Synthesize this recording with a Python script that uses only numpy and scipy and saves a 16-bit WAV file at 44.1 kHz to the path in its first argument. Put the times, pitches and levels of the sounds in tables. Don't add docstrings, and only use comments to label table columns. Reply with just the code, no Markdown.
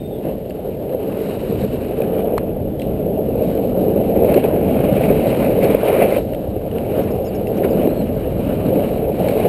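import sys
import numpy as np
from scipy import signal
from scipy.fft import rfft, irfft, next_fast_len
from scipy.io import wavfile
from scipy.ndimage import uniform_filter1d, map_coordinates

SR = 44100
rng = np.random.default_rng(int(sys.argv[2]) if len(sys.argv) > 2 else 0)


def voltage_ratio(decibels):
    exponent = np.asarray(decibels, float) / 20
    return 10 ** exponent


def master_out(mix):
    frames = np.transpose(np.atleast_2d(mix))
    ceiling = np.clip(frames, -1, 1)
    pcm = np.round(ceiling * 32767).astype(np.int16)
    wavfile.write(sys.argv[1], SR, pcm)


N = 418068

# t/s, f/Hz, level/dB
WHISTLES = [
    [(0, 3670, -51), (.03, 3650, -60), (.05, 3620, -53), (.075, 3650, -61), (.205, 3680, -64)],
    [(.12, 3550, -58), (.2, 3250, -62)],
    [(7.87, 3700, -64), (7.9, 4060, -54), (7.95, 4270, -63), (8.005, 4200, -50), (8.035, 3800, -61)],
]
# t/s at the top, top f/Hz, fall/ms, level/dB
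CHIRPS = [(6.975, 5050, 8, -60), (7.035, 5800, 11, -56), (7.118, 5400, 8, -57), (7.158, 5600, 8, -64),
          (7.208, 5700, 8, -66), (7.255, 5500, 44, -52.5), (7.355, 5600, 16, -53), (7.478, 5400, 16, -62),
          (7.575, 5930, 8, -55), (7.707, 5200, 32, -53), (7.825, 5500, 8, -63)]
BIRD_DB, FAINT_DB = 5.5, -5
RISE_MS, RISE_HZ, FALL_HZ, FALL_HZ_PER_MS = 10.3, 710, 500, 12

# t/s, level/dB
AIR_SPEED = [(0, -32.5), (1.25, -35), (1.65, -28.5), (2.3, -31.5), (2.85, -27.5), (3.2, -29), (4.3, -26.5),
             (4.5, -28.5), (4.68, -22.5), (5.1, -25.5), (5.35, -27.5), (5.7, -28.5), (5.9, -32.5),
             (6.5, -28.5), (7.2, -30.5), (8, -27), (8.5, -25.5), (9.48, -29.5)]
# f/Hz, level/dB
BUFFET = [(18, -28), (30, -11), (55, -4.5), (100, -2.5), (150, -5), (250, -42)]

# level/dB, attack/ms, hold/ms, t60/ms
SCRAPE = (-47.5, 5, 30, 450)
SCRAPE_S = 2.792
# f/Hz, width/Hz, level/dB
SCRAPED = [(2900, 800, 1), (4070, 500, -0.5), (5000, 1200, -13)]
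# t/s, peak level/dB, start f/Hz, end f/Hz, length/ms
PEBBLE = (2.3798, -4, 760, 2900, 5.5)
# t/s, peak level/dB, f/Hz
TICKS = [(0.506, -36, 2780), (2.0178, -29, 2500), (2.818, -29.5, 2700), (4.3258, -34, 2600),
         (4.3412, -22.5, 2660), (4.439, -27, 2570), (5.3476, -28, 2320), (5.646, -25, 2620),
         (5.7456, -26.5, 2320), (6.3335, -35, 2760), (6.347, -36, 3160), (6.7127, -37, 2900),
         (6.783, -33.5, 2870), (7.47, -32, 2700), (7.635, -32, 1810), (7.646, -30, 1550),
         (7.871, -32, 2760), (9.2848, -25.5, 2280)]
TICK_T60_MS, TICK_CRACK_DB = 19, -2.5
# t/s, peak level/dB, f/Hz
CHIPS = [(0.4978, -34, 4510), (2.3734, -42, 4100), (2.379, -21.5, 4220), (2.7965, -25.5, 3200),
         (4.3425, -23.5, 4200), (4.4384, -43, 3800), (5.641, -25, 4330), (6.1115, -34, 4270),
         (8.1509, -46, 4800), (8.3814, -43, 4440), (8.662, -34, 4200), (9.2843, -26, 4300)]
CHIP_T60_MS, CHIP_CRACK_DB = 13, -8

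# t/s, peak level/dB, f/Hz
CRACKS = [(0.548, -17, 435), (0.946, -10, 525), (1.21, -11.5, 430), (2.002, -9, 557), (3.353, -8, 520),
          (3.647, -8.5, 530), (3.773, -10, 530), (3.881, -4, 420), (4.359, -1.5, 355), (4.441, -5.5, 578),
          (4.531, -3, 338), (4.611, -18, 438), (4.978, -5, 430), (5.102, 0, 424), (5.327, -3, 562),
          (5.61, -9, 458), (5.747, 3, 523), (5.831, -8, 635), (5.897, -2, 530), (5.962, -8, 643),
          (6.016, -5.5, 693), (6.164, -4, 547), (7.122, -13, 467), (7.202, -20, 534), (7.409, -13, 509),
          (7.497, -35, 517), (7.646, -1, 392), (7.771, -8, 573), (7.874, 5.5, 384), (9.293, -5, 500)]
KNOCK_T60_MS, DAMPS_MS_PER_DB = 27.4, 1.4
# t/s, peak level/dB, f/Hz, t60/ms
SLAM = [
    (5.7465, 3, 523, 16),
]

# t/s, load level/dB, side load level/dB when carving
RIDE = [(0, -26.5, -5.5), (.6, -27, -3.5), (.97, -21, -5.5), (1.5, -18.5, -11), (1.9, -21.5, -6),
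        (2.3, -15, -6.5), (2.56, -24, -5), (3.45, -18, -5.5), (4.3, -15, -4.5), (4.67, -18, -1),
        (5.4, -17.5, -1.5), (6.17, -17, -1), (6.23, -22.5, -1.5), (6.48, -27.5, -1.5), (6.95, -19, -4),
        (7.85, -16.5, -5), (8.2, -25, -2.5), (9.48, -15.5, -2)]
# t/s, shake level/dB from coarse asphalt, level/dB of fine sand in the bearings
RATTLE = [(0, -55, -12), (.98, -48.5, -13), (1.22, -42, -9.5), (1.7, -44, -9.5), (2.3, -43.5, -18),
          (2.62, -54, -21), (3.5, -46, -9.5), (4.1, -45.5, -13), (4.55, -40, -15.5), (5.05, -37.5, -13),
          (5.55, -38.5, -13), (6.02, -32.5, -15.5), (6.19, -38, -11), (6.205, -45, -8), (6.5, -50, -11.5),
          (6.95, -40, -14), (8.3, -44.5, -13.5), (9.48, -36.5, -12)]
# t/s, half length/ms, lift of the wheels/dB, jolt of the metal/dB
PATCHES = [(.27, 60, 7.5, 6.5), (.46, 52, -2, -3), (2.03, 35, 4, 0), (2.2, 31, 2, 3.5),
           (2.3825, 2.3, -6, -2), (2.42, 40, -0.5, 2.5), (2.98, 59, -1.5, 2.5), (4.06, 44, -0.5, 4),
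           (4.3, 140, 3.5, 7.5), (4.42, 18, -6, -3), (4.52, 7.7, -3, -2), (5.1, 80, 2, 2),
           (5.3, 25, 0, 3.5), (5.45, 54, 1, 3), (5.641, 27, 3.5, 2.5), (5.72, 25, 3, 4.5),
           (5.79, 34, -2.5, -1.5), (5.87, 48, 2.5, 1.5), (6.03, 52, 4, 1.5), (6.16, 34, 0, 2.5),
           (6.97, 44, 2, 0), (7.3, 230, -3, -4), (7.65, 13, 3.5, 7.5), (7.81, 50, 1.5, 2.5),
           (8.53, 35, 2, 2), (8.77, 120, 3, 0), (8.9, 61, -5, 1), (9.0, 12, 3.5, -1), (9.1, 104, -3, -5.5),
           (9.29, 12, 3, 3.5)]
PATCH_BENDS = 0.84
# f/Hz, width/Hz, level/dB
DECK = [(133, 61, -10), (196.3, 54, 0), (251.3, 65, -1), (316.7, 74, -4.5)]
DECK_DB, DECK_PER_LOAD, DECK_PER_WIND = -23.5, 0.45, 0.82
# f/Hz, width/Hz, level/dB
WHEELS = [(445.5, 50, 2), (335, 120, -6.5)]
# f/Hz, width/Hz, level/dB
CARVE = [(509.7, 101, -2), (631.5, 234, -5), (787, 147, -8.5)]
# f/Hz, width/Hz, level/dB
TRUCKS = [(900, 190, 4.5), (1540, 1100, 0), (2104, 950, 0.5), (2900, 570, 0)]
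# f/Hz, width/Hz, level/dB
AXLE = [(2320, 450, -1), (2690, 290, -3.5)]
AXLE_DB, AXLE_PER_SHAKE = -14.5, 0.97
# f/Hz, width/Hz, level/dB
BEARINGS = [(3850, 490, -1), (4700, 1200, -6.5), (5500, 930, -9)]


def unit(x):
    return x / np.sqrt(np.mean(x ** 2) + 1e-20)


def curves(rows):
    s, *columns = np.transpose(rows)
    return [np.interp(np.arange(N) / SR, s, column) for column in columns]


def wobble(rate):
    knots = rng.standard_normal(int(N * rate / SR) + 4)
    return map_coordinates(knots, [np.arange(N) * rate / SR])


def filtered(x, response):
    m = next_fast_len(N + SR // 2)
    return irfft(rfft(x, m) * response(np.fft.rfftfreq(m, 1 / SR)), m)[:N]


def modes(table, cut_hz, order):
    wall = signal.butter(order, 2 * np.pi * cut_hz, analog=True)

    def response(f):
        ring = 0
        for k, (centre, width, db) in enumerate(table):
            damping = 1j * f * width
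            ring = ring + (-1) ** k * voltage_ratio(db) * damping / (centre * centre - f * f + damping)
        return ring * signal.freqs(*wall, 2 * np.pi * f)[1]
    return response


def grit(rate, spread_db, smooth):
    met = rng.random(N) < rate / SR
    size = np.minimum(rng.exponential(size=N), 3)
    stones = unit(met * voltage_ratio(spread_db * size) * rng.uniform(-1.11, 1, N))
    return stones + smooth * rng.standard_normal(N)


def patchy(x, depth_db):
    z = signal.stft(x, nperseg=512)[2]
    field = uniform_filter1d(rng.standard_normal(z.shape), 7, 0)
    field = uniform_filter1d(field, 12, 1)
    return signal.istft(z * voltage_ratio(depth_db * unit(field)), nperseg=512)[1][:N]


def hiss():
    return voltage_ratio(-56.0) * unit(filtered(rng.standard_normal(N), modes([(2700, 2100, 0)], 3800, order=2)))


def chirps():
    notes = []
    for s, hz, fall_ms, db in CHIRPS:
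        fall_s = fall_ms / 1000
        fall_hz = FALL_HZ + FALL_HZ_PER_MS * fall_ms
        notes.append([(s - RISE_MS / 1000, hz - RISE_HZ, db + FAINT_DB),
                      (s, hz, db),
                      (s + 0.7 * fall_s, hz - 0.7 * fall_hz, db + 1.0),
                      (s + fall_s, hz - fall_hz, db + FAINT_DB)])
    return notes


def birds():
    out, t = np.zeros(N), np.arange(N) / SR
    for note in WHISTLES + chirps():
        s, hz, db = np.transpose(note)
        edge = np.clip(np.minimum(t - s[0], s[-1] - t) / 0.0036, 0, 1)
        turns = np.cumsum(np.interp(t, s, hz)) / SR
        out += edge * voltage_ratio(np.interp(t, s, db) + BIRD_DB) * np.sin(2 * np.pi * turns)
    return out * voltage_ratio(2.2 * wobble(60))


def wind():
    hz, db = np.transpose(BUFFET)

    def spectrum(f):
        return voltage_ratio(np.interp(np.log(f + 1), np.log(hz), db, -120, -120))
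    air = filtered(rng.standard_normal(N), spectrum)
    return voltage_ratio(curves(AIR_SPEED)[0]) * unit(air * voltage_ratio(1.04 * wobble(7.1)))


def scrape():
    db, attack_ms, hold_ms, t60_ms = SCRAPE
    ms = (np.arange(N) / SR - SCRAPE_S) * 1000
    shape = np.clip(ms / attack_ms, 0, 1) * voltage_ratio(-60 * np.maximum(ms - hold_ms, 0) / t60_ms)
    grains = grit(rate=1500, spread_db=4, smooth=0.8)
    return voltage_ratio(db) * shape * unit(filtered(grains, modes(SCRAPED, 6500, order=2)))


def pebble():
    s, db, start_hz, end_hz, length_ms = PEBBLE
    u = np.clip((np.arange(N) / SR - s) * 1000 / length_ms, 0, 1)
    turns = np.cumsum(start_hz + (end_hz - start_hz) * u ** 1.2) / SR
    turns -= turns[round(s * SR)]
    envelope = voltage_ratio(db - 19 * np.minimum(2.4 * u, 1)) * (u > 0) * (1 - u ** 6)
    return envelope * np.sin(2 * np.pi * turns)


def knocks(events, attack_ms, boost_db):
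    out, ms = np.zeros(N + SR), np.arange(SR // 8) / SR * 1000
    for s, db, hz, t60_ms, *crack_db in events:
        phase = 2 * np.pi * hz * ms / 1000
        ring = np.sin(phase) + 0.13 * np.sin(phase * rng.uniform(1.234, 1.5))
        if crack_db:
            bright = signal.butter(2, [0.47 * hz, min(1.12 * hz, 5300)], "bandpass", fs=SR)
            noise = signal.lfilter(*bright, rng.standard_normal(len(ms)))
            ring = ring + voltage_ratio(min(crack_db[0], 1) + 9.5) * noise
        decay = voltage_ratio(db + boost_db - 60 * ms / max(t60_ms, 3))
        out[round(s * SR):][:len(ms)] += decay * (1 - np.exp(-ms / attack_ms)) ** 2 * ring
    return out[:N]


def stones():
    ticks = [(*row, TICK_T60_MS, TICK_CRACK_DB) for row in TICKS]
    chips = [(*row, CHIP_T60_MS, CHIP_CRACK_DB) for row in CHIPS]
    return knocks(ticks, attack_ms=0.47, boost_db=5.0) + knocks(chips, attack_ms=0.71, boost_db=2) + pebble()


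def wheel_knocks():
    cracks = [(s, db, hz, KNOCK_T60_MS - DAMPS_MS_PER_DB * db) for s, db, hz in CRACKS]
    return knocks(cracks + SLAM, attack_ms=1.0, boost_db=3.5)


def contact(drop_db, before_ms, after_ms):
    ms = np.arange(N // 20 + 1) * 20 / SR * 1000 - 1000 * np.array(CRACKS)[:, :1]
    near = np.exp(-(ms / np.where(ms < 0, before_ms, after_ms)) ** 2).max(axis=0)
    return voltage_ratio(-drop_db * np.interp(np.arange(N) / 20, np.arange(len(near)), near))


def patches():
    t = np.arange(N) / SR
    return sum(np.outer(db, np.exp(-((t - s) * 1000 / half_ms) ** 2)) for s, half_ms, *db in PATCHES)


def trucks(rough, jolt_db):
    shake_db, fizz_db = curves(RATTLE)
    truck_db = shake_db + jolt_db
    axle_db = AXLE_DB + AXLE_PER_SHAKE * (truck_db - truck_db.mean())
    shake = voltage_ratio(2.0 * rough + 0.95 * wobble(110))
    loose = patchy(grit(rate=3000, spread_db=5.5, smooth=1.4) * shake, depth_db=1.5)
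    body = unit(filtered(loose, modes(TRUCKS, 2980, order=4)))
    chatter = grit(rate=1500, spread_db=-8.5, smooth=0.48) * shake
    axle = unit(filtered(chatter * voltage_ratio(3.0 * wobble(60)), modes(AXLE, 2100, order=2)))
    balls = patchy(grit(rate=2800, spread_db=8.5, smooth=1.5) * shake, depth_db=-0.1)
    fizz = unit(filtered(balls, modes(BEARINGS, 7100, order=2)))
    return voltage_ratio(truck_db + 0.5) * (body + voltage_ratio(axle_db + 4.0) * axle + voltage_ratio(fizz_db) * fizz)


def deck(rough, lift_db):
    load_db, air_db = curves(RIDE)[0], curves(AIR_SPEED)[0]
    deck_db = DECK_DB + DECK_PER_LOAD * (load_db - load_db.mean())
    deck_db = deck_db + DECK_PER_WIND * (air_db - air_db.mean()) + PATCH_BENDS * lift_db
    force = grit(rate=900, spread_db=1, smooth=1.18) * voltage_ratio(1.8 * rough + 0.46 * wobble(9.2))
    return voltage_ratio(deck_db) * unit(filtered(force, modes(DECK, 437, order=2)))


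def wheels(rough, lift_db):
    load_db, carve_db = curves(RIDE)
    road = grit(rate=900, spread_db=1.5, smooth=0.93) * voltage_ratio(0.47 * rough + 1.46 * wobble(30))
    straight = voltage_ratio(-5.5) * unit(filtered(road, modes(WHEELS, 634, order=4)))
    carving = voltage_ratio(carve_db) * unit(filtered(road, modes(CARVE, 768, order=4)))
    return voltage_ratio(load_db + lift_db) * (straight + carving) * contact(drop_db=3, before_ms=6.2, after_ms=4.1)


def board():
    lift_db, jolt_db = patches()
    rough = 0.56 * wobble(11) + 0.49 * wobble(45)
    return trucks(rough, jolt_db) + deck(rough, lift_db) + wheels(rough, lift_db)


def scene():
    background = hiss() + birds() + wind()
    return (background + scrape() + stones() + wheel_knocks() + board())[None]


def low_pass(x):
    return signal.sosfilt(signal.butter(12, 15400, fs=SR, output="sos"), x)


def record(dry):
    clipped = dry / (1 + np.abs(dry / 1.05) ** 8) ** (1 / 8)
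    stored = signal.resample_poly(clipped, 40, 147, axis=1)
    held = signal.resample_poly(np.repeat(stored, 4, axis=1), 147, 160, axis=1)
    held = signal.sosfiltfilt(signal.butter(12, 15700, fs=SR, output="sos"), held)
    return low_pass(held[:, :N])


dry = scene()
out = record(dry)
master_out(out)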